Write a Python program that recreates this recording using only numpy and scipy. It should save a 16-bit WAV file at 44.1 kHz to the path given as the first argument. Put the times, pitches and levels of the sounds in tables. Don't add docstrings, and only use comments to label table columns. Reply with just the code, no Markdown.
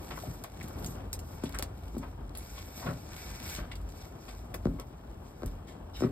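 import sys
import numpy as np
from scipy import signal
from scipy.fft import rfft, irfft
from scipy.io import wavfile

SR = 44100
rng = np.random.default_rng(int(sys.argv[2]) if len(sys.argv) > 2 else 0)


def wrap_up_sound(samples):
    columns = np.atleast_2d(samples).T
    tamed = np.clip(columns, -1, 1)
    steps = np.round(tamed * 32767).astype(np.int16)
    wavfile.write(sys.argv[1], SR, steps)


N = 269451
T, HZ = np.arange(N) / SR, np.fft.rfftfreq(N, 1 / SR)

# mode_hz [Hz], level_db [dB, relative], t60_s [s]
PLANKS = [(130, 7.5, 0.19), (170.6, 3.5, 0.23), (248.2, -4, 0.2), (275.2, -4, 0.3), (377, 0, 0.12),
          (412, -6.5, 0.24), (490, -8.5, 0.13), (549.4, -6, 0.22), (618, -1, 0.12), (758, 8, 0.029),
          (1142, 5, 0.038), (1320, 9, 0.019), (1570, 6, 0.064)]
# freq_hz [Hz], likeness [0 to 1]
NEAR = [(100, 1), (300, 1), (700, 0.87), (2000, 0.55), (4000, 0.26), (5800, 1), (8000, 1)]
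# [dB, relative]
MOVEMENT = [(0, 6.5), (.52, 1.5), (.8, 8), (1.15, 3), (1.45, 3.5), (1.8, 2), (2.65, 1), (3.15, 3), (3.9, 2),
            (5.1, 1), (6.11, 2)]


def amp(db):
    return 10 ** (np.asarray(db) / 20)


def unit(x):
    return x / np.sqrt(np.mean(x ** 2) + 1e-20)


def read(points, hz):
    f, value = np.transpose(points)
    return np.interp(np.log(hz + 1), np.log(f + 1), value)


def over_time(points):
    return np.interp(T, *np.transpose(points))


def add(mix, s, sound):
    part = mix[..., max(round(s * SR), 0):][..., :sound.shape[-1]]
    part += sound[..., :part.shape[-1]]


def drift(per_s):
    return unit(irfft(rfft(rng.standard_normal(N)) * np.exp(-(HZ / per_s) ** 2), N))


def noise(gain, likeness, grain_db=0., ring_db=0., size=N):
    hz = np.fft.rfftfreq(size, 1 / SR)
    grains = amp(grain_db * np.minimum(rng.exponential(1, size), 6))
    a, b = rfft(rng.standard_normal((2, size)) * grains)
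    knots = np.arange(0, SR / 2, 90)
    resonances = amp(ring_db * np.interp(hz, knots, rng.standard_normal(len(knots))))
    same = np.clip(read(likeness, hz), -1, 1)
    ports = np.array([a, same * a + np.sqrt(1 - same ** 2) * b])
    return unit(irfft(ports * gain(hz) * resonances, size))


def hump(hz, centre_hz, octaves):
    resonance = 1 / (1 + (np.log2((hz + 1) / centre_hz) / octaves) ** 2)
    return resonance / np.sqrt(1 + hz / centre_hz)


def ring(t, hz, t60, swell_cycles=0.26):
    swell = 1 - np.exp(-(t * hz / swell_cycles) ** 2)
    return np.sin(2 * np.pi * hz * t) * swell * np.exp(-np.log(1000) * t / t60)


def steps():
    # [Hz, what rings best here]
    contacts = [(0.273, -36.5, 90, 150, 2, 150), (0.639, -38.5, 254, 90, -10, 177),
                (0.813, -40.5, 150, 70, -9, 130), (0.856, -39.5, 264, 90, -5, 270),
                (0.881, -40.5, 245, 91, -2, 193), (1.4362, -29, 215, 410, -5, 283),
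                (1.626, -40.5, 400, 153, -8, 250), (1.945, -44.5, 604, 200, 2.5, 380),
                (1.966, -32.5, 274, 313, 0, 260), (2.854, -37, 240, 150, 6.5, 224),
                (2.866, -42.5, 610, 200, 3, 550), (2.885, -35, 278, 139, 1.5, 282),
                (2.939, -44, 150, 110, 2, 134), (3.582, -36, 343, 80, -7.5, 240),
                (4.655, -22.5, 520, 121, -6, 245), (4.661, -33, 130, 60, -10, 143),
                (4.669, -31.5, 400, 400, -2.5, 490), (4.683, -33, 190, 260, 1, 252),
                (4.737, -41, 350, 200, -3, 300), (5.421, -45, 800, 445, 4, 477),
                (5.433, -37, 477, 610, -2.5, 520), (5.4427, -37.5, 240, 70, -1.5, 180),
                (6.006, -37.5, 910, 230, 2, 250), (6.021, -26.5, 347, 402, 1, 374),
                (6.037, -27, 342, 382, -0.5, 400), (6.045, -24.5, 298, 267, -10, 250)]
    # start_s [s], level_db [dB]
    bounces = [(3.59, -31), (4.6648, -24), (5.447, -25)]
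    # mode_hz [Hz], level_db [dB, relative], t60_s [s]
    joist_modes = [(45.2, 4.5, 0.24), (79.6, 1.5, 0.095)]
    out, t = np.zeros((2, N)), np.arange(16384) / SR
    joists = sum(amp(mode_db) * ring(t, hz, t60, swell_cycles=1.0) for hz, mode_db, t60 in joist_modes)
    for s, db, top_hz, bottom_hz, ring_db, spot_hz in contacts:
        add(out, s, blow(db, top_hz, bottom_hz, ring_db, spot_hz))
    for s, db in bounces:
        add(out, s, amp(db) * joists)
    return out


def blow(db, top_hz, bottom_hz, ring_db, spot_hz):
    # [dB per Hz, relative]
    knock_spectrum = [(130, 0.5), (240, 2), (375, -5), (620, -9.5), (900, -16.5), (1450, -8), (1700, -20),
                      (2100, -14), (5000, -5.5)]
    lag_cycles = 1.3
    knock_s = .01
    spot_db, spot_octaves = 5.5, 0.35
    t, hz = np.arange(16384) / SR, np.fft.rfftfreq(16384, 1 / SR) + 1

    band = 1 / np.hypot(1, (hz / top_hz) ** 2) / np.hypot(1, (bottom_hz / hz) ** 2)
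    chirp = np.exp(-2j * np.pi * lag_cycles * np.log(hz))
    knock = irfft(amp(read(knock_spectrum, hz)) * band * chirp) * (t < t[-1] / 2)

    spot = spot_db * np.exp(-(np.log2(np.array(PLANKS)[:, 0] / spot_hz) / spot_octaves) ** 2)
    detune = 1 + .012 * rng.standard_normal(len(PLANKS))
    modes = sum(amp(mode_db + lift_db) * ring(t, f * shift, t60)
                for (f, mode_db, t60), lift_db, shift in zip(PLANKS, spot, detune))
    boards = signal.fftconvolve(knock, modes)[:len(t)]
    return amp(db) * np.sqrt(knock_s / t[-1]) * (unit(knock) + amp(ring_db) * unit(boards))


def scuffs(slips_per_s=170, slip_db=1.5):
    # peak_s [s], length_s [s], level_db [dB],
    # centre_hz [Hz], width [octaves]
    drags = [(0.112, 0.02, -37, 1010, 3.6), (0.163, 0.019, -51.5, 2010, 0.22),
             (0.179, 0.013, -41, 1050, 0.42), (0.238, .01, -44, 660, 0.2), (0.444, 0.018, -42, 1240, 3.5),
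             (0.612, 0.0059, -36.5, 2110, 0.23), (0.258, 0.021, -51, 1200, 1.3),
             (1.44, 0.025, -43.5, 920, 1.1), (1.595, 0.015, -38.5, 905, 2.8), (3.593, 0.084, -44, 810, 4.8),
             (6.035, 0.037, -40.5, 1240, 0.67), (2.83, 0.046, -42.5, 880, 1.1),
             (2.88, 0.026, -41.5, 1340, 0.2), (2.872, 0.04, -38.5, 900, 1.5),
             (2.868, 0.047, -40, 572, 0.16), (1.46, 0.02, -48, 3360, 0.55), (1.548, 0.026, -39, 1550, 0.57),
             (1.625, 0.0143, -43, 970, 0.34), (2.034, 0.03, -45.5, 980, 1.5), (2.582, 0.03, -47, 1690, 5),
             (2.865, 0.023, -48, 3460, 0.93), (3.719, 0.015, -40.5, 2570, 1.16),
             (4.289, 0.027, -46.5, 2280, 3.6), (4.544, 0.013, -35.5, 920, 2.2),
             (4.796, 0.027, -40.5, 660, 1.9), (5.689, 0.066, -54.5, 3400, 3.1)]
    rise_share = .26
    out = np.zeros((2, N))
    for s, length, db, hz, octaves in drags:
        rise, fall = rise_share * length, (1 - rise_share) * length
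        t = np.arange(16384) / SR - 2 * rise
        stroke = np.where(t < 0, np.exp(-(t / rise) ** 2), np.exp(-abs(t) / fall))

        def colour(f):
            return hump(f, hz, octaves) / (1 + (f / (hz * 3.4)) ** 2)

        grit = noise(colour, NEAR, grain_db=3.0, ring_db=3, size=len(t))
        add(out, s - 2 * rise, amp(db) * stroke * grit)
    return out * amp(slip_db * drift(slips_per_s))


def boards_under(x):
    t = np.arange(SR // 4) / SR
    answer = sum(amp(mode_db) * ring(t, hz, t60) for hz, mode_db, t60 in PLANKS)
    return signal.fftconvolve(x, answer[None] / np.linalg.norm(answer), axes=1)[:, :N]


def scrape():
    # [dB, relative]
    resonances = [(2970, 490, -1), (3830, 340, 1), (5240, 560, 1.5)]
    start_s, end_s, rise_s, fall_s = 5.932, 6.045, 0.024, 0.011
    level_db, fade_db_per_s = -50, -43
    grit = np.zeros((2, N))
    for hz, width, db in resonances:
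        band = noise(lambda f: 1 / (1 + (2 * (f - hz) / width) ** 2), NEAR, grain_db=5)
        grit += band * amp(db + 2.5 * np.tanh(drift(45)))
    since, after = np.maximum(T - start_s, 0), np.maximum(T - end_s, 0)
    stroke = np.minimum(since / rise_s, 1) * np.exp(-after / fall_s)
    return unit(grit) * stroke * amp(level_db + fade_db_per_s * since)


def snaps(crack_s=0.00021, bend_s=0.0011, crumble_s=0.013):
    # [Hz, brightness]
    stalks = [(0.4391, -29, -44, 10200), (0.6106, -49, -54, 2200), (0.629, -58, -47, 7000),
              (0.684, -36, -54, 12500), (0.8461, -26.5, -46.5, 6100), (0.862, -31, -41, 8140),
              (1.1308, -24, -33, 9000), (1.192, -41, -46.5, 8600), (1.438, -58, -42.5, 6860),
              (1.494, -36, -58, 6650), (1.546, -58, -45, 6830), (1.588, -20, -40, 6800),
              (1.595, -26, -52, 9000), (1.6256, -18.5, -37, 5130), (1.981, -57, -49, 11400),
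              (2.352, -41, -48, 3400), (2.3745, -37, -45.5, 11000), (3.498, -38, -43, 6040),
              (3.562, -46, -43, 3710), (3.755, -50, -48.5, 4730), (3.815, -50, -63, 7950),
              (3.89, -54, -54, 5900), (4.543, -62, -39.5, 9700), (4.799, -33, -49, 5760),
              (5.461, -35.5, -47, 9700)]
    out, t = np.zeros((2, N)), np.arange(-512, 7680) / SR
    for s, crack_db, crumble_db, hz in stalks:
        crack = amp(crack_db) * np.exp(-abs(t) / crack_s)
        crumble = amp(crumble_db) * np.exp(-abs(t) / np.where(t < 0, bend_s, crumble_s))
        stalk = noise(lambda f: hump(f, hz, 1.35), NEAR, ring_db=5, size=len(t))
        add(out, s + t[0], (crack + crumble) * stalk)
    return out


def clinks():
    # start_s [s], level_db [dB]
    taps = [(2.3525, -53), (2.373, -42.5)]
    modes_hz, t60_s = (10781, 10851), .13
    out, t = np.zeros(N), np.arange(SR // 4) / SR
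    for s, db in taps:
        add(out, s, amp(db) * sum(ring(t, hz, t60_s) for hz in modes_hz))
    return out * (1 + 1.0 * drift(150))


def straw(rel_db=-4.5, centre_hz=3800, octaves=2.0, clump_db=4, catches_per_s=120, catch_s=0.0019):
    catches = (rng.random(N) < catches_per_s / SR) * rng.random(N)
    bursts = unit(signal.lfilter([1], [1, -np.exp(-1 / (catch_s * SR))], catches))
    crackle = bursts * noise(lambda f: hump(f, centre_hz, octaves), NEAR)
    return crackle * swing(centre_hz) * amp(rel_db + clump_db * np.tanh(drift(7.2)))


def clothes():
    # [dB per Hz, relative]
    cloth = [(300, -1), (700, 9), (1300, 11.5), (1800, 8), (2300, 11), (3200, 4), (5200, 8.5), (7500, 1.5),
             (11000, -2.5), (14000, 3.5), (16200, -40)]
    threads = rfft(noise(lambda f: amp(read(cloth, f)), NEAR, grain_db=1.0, ring_db=2.5))
    centres = np.geomspace(1000, 12000, num=5)
    register = np.interp(HZ, centres, np.arange(len(centres)))
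    folds = np.zeros((2, N))
    for k, hz in enumerate(centres):
        band = irfft(threads * np.maximum(1 - abs(register - k), 0), N)
        folds += band * swing(hz) * amp(1.85 * drift(35))
    return folds * amp(0.13 * drift(90))


def swing(hz):
    # peak_s [s], rise_s [s], fall_s [s],
    # level_db [dB at 9 kHz], brightness [dB per octave]
    swishes = [(.23, .4, 0.23, -51, 4), (.66, 0.19, 0.33, -57.5, 2), (.875, 0.089, 0.077, -47.5, 8.5),
               (1.34, 0.11, 0.06, -54, 6), (1.5, 0.14, 0.092, -57.5, -0.5), (2.02, 0.37, 0.12, -61, 2),
               (2.455, 0.079, 0.94, -52, 2.5), (2.78, 0.039, 0.11, -45.5, 4), (3.208, 0.11, 0.27, -48.5, 1),
               (3.46, 0.024, 0.04, -45, 2), (3.55, 0.13, 0.051, -42.5, 1.8),
               (4.02, 0.12, 0.085, -54.5, 2.5), (4.3, 0.16, 0.16, -57.5, 2), (4.68, 0.96, 0.69, -67.5, 3),
               (5.29, 0.057, 0.038, -60.5, 3.5), (5.48, 0.16, 0.074, -62, 2.5),
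               (5.98, 0.033, 0.089, -51.5, 2)]
    rest_db = -74
    power = amp(rest_db + over_time(MOVEMENT)) ** 2
    for s, rise, fall, db, bright_db in swishes:
        stroke = np.exp(-((T - s) / np.where(T < s, rise, fall)) ** 2)
        power = power + (amp(db + bright_db * np.log2(hz / 9000)) * stroke) ** 2
    return np.sqrt(power)


def tinted(x):
    # centre_hz [Hz], width_hz [Hz], lift_db [dB]
    body = [(2238, 90, 3), (3465, 60, 3), (8312, 250, 2)]
    lift = sum((amp(db) - 1) / (1 + 2j * (HZ - hz) / width) for hz, width, db in body)
    return irfft(rfft(x) * (1 + lift), N)


def handling():
    # [dB per Hz, relative]
    rumble_spectrum = [(22, -60), (33, -18), (43, -6), (52, 2.5), (66, -7.5), (85, -3.5), (110, -14),
                       (150, -22.5), (300, -43), (900, -54.5)]
    # time_s [s], level_db [dB]
    shake = [(0, -45.5), (.45, -50), (.75, -43), (1.15, -42), (2.3, -45), (2.7, -48), (3.45, -45),
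             (3.82, -41.5), (4.15, -51.5), (4.7, -40), (4.95, -48), (5.2, -43.5), (5.35, -51),
             (5.55, -42.5), (5.76, -51), (6.0, -41.5)]
    # [dB per Hz, relative]
    case = [(25, -22), (60, -0.5), (130, 4.5), (190, 1.5), (280, 0.5), (370, -3), (520, -6), (740, -4.5),
            (1000, -9.5), (1400, -14), (2100, -27), (3200, -24), (8000, -67)]
    # freq_hz [Hz], likeness [0 to 1]
    far = [(130, 0.97), (290, 0.95), (640, 0.29), (1400, 0.35), (3000, 0.73)]
    rumble = noise(lambda f: amp(read(rumble_spectrum, f)), NEAR) * amp(over_time(shake))
    rub = noise(lambda f: amp(read(case, f)), far, grain_db=3)
    rub_db = -51 + over_time(MOVEMENT) + 1.31 * drift(32.0)
    return rumble + rub * amp(rub_db)


def drone():
    turns = np.cumsum(50.5 + 2.57 * drift(5.2)) / SR
    entering_db = np.interp(T, (.5, .8), (-6, 0))
    return amp(-57.5 + entering_db + 1.8 * drift(0.17)) * np.sin(2 * np.pi * turns)


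def shed(x):
    # freq_hz [Hz], t60_s [s]
    decay = [(100, 0.037), (500, 0.23), (2000, 0.18), (12000, 0.0097)]
    taps = rng.standard_normal((2, SR // 3)) * (rng.random((2, SR // 3)) < .08)
    taps[:, :SR // 250] = 0
    hz, t, z = signal.stft(taps, SR, nperseg=256)
    fade = np.exp(-np.log(1000) * t / read(decay, hz)[:, None])
    tail = signal.istft(z * fade, SR, nperseg=256)[1]
    return signal.fftconvolve(x, tail / np.linalg.norm(tail[0]), axes=1)[:, :N]


def scene():
    slides = scuffs()
    thuds = steps() + amp(-16.0) * boards_under(slides)
    litter = slides + scrape() + snaps() + clinks() + straw()
    reflections = shed(amp(-21.5) * thuds + amp(-18.0) * litter)
    return thuds + tinted(litter + clothes()) + reflections + handling() + drone()


def record(dry):
    # freq_hz [Hz], left_lead [radians]
    port_phase = [(0, 0), (300, -.3), (800, -.9), (1300, -.8), (1800, .1), (2500, 2.3), (3100, 3.1),
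                  (4000, 1.8), (5100, 1.8), (6000, 3.14), (8200, 6.28), (10350, 9.42), (12600, 12.57),
                  (16000, 17.1)]
    # freq_hz [Hz], left_minus_right_db [dB]
    port_balance = [(60, 0.6), (120, 0.5), (250, 3.5), (500, 5), (1100, 3.5), (2200, 1.5), (4000, 0),
                    (8000, -0.6)]
    lead = np.interp(HZ, *np.transpose(port_phase))
    tilt = amp(read(port_balance, HZ) / 2)
    top = 1 / np.hypot(1, (HZ / 15800) ** 16)
    ports = irfft(rfft(dry) * top * np.array([tilt, np.exp(-1j * lead) / tilt]), N)
    band_limit = signal.firwin(511, 16100, window=("kaiser", 9), fs=SR)  # low-pass, Hz
    return signal.oaconvolve(ports, band_limit[None], "same")


dry = scene()
out = record(dry)
wrap_up_sound(out)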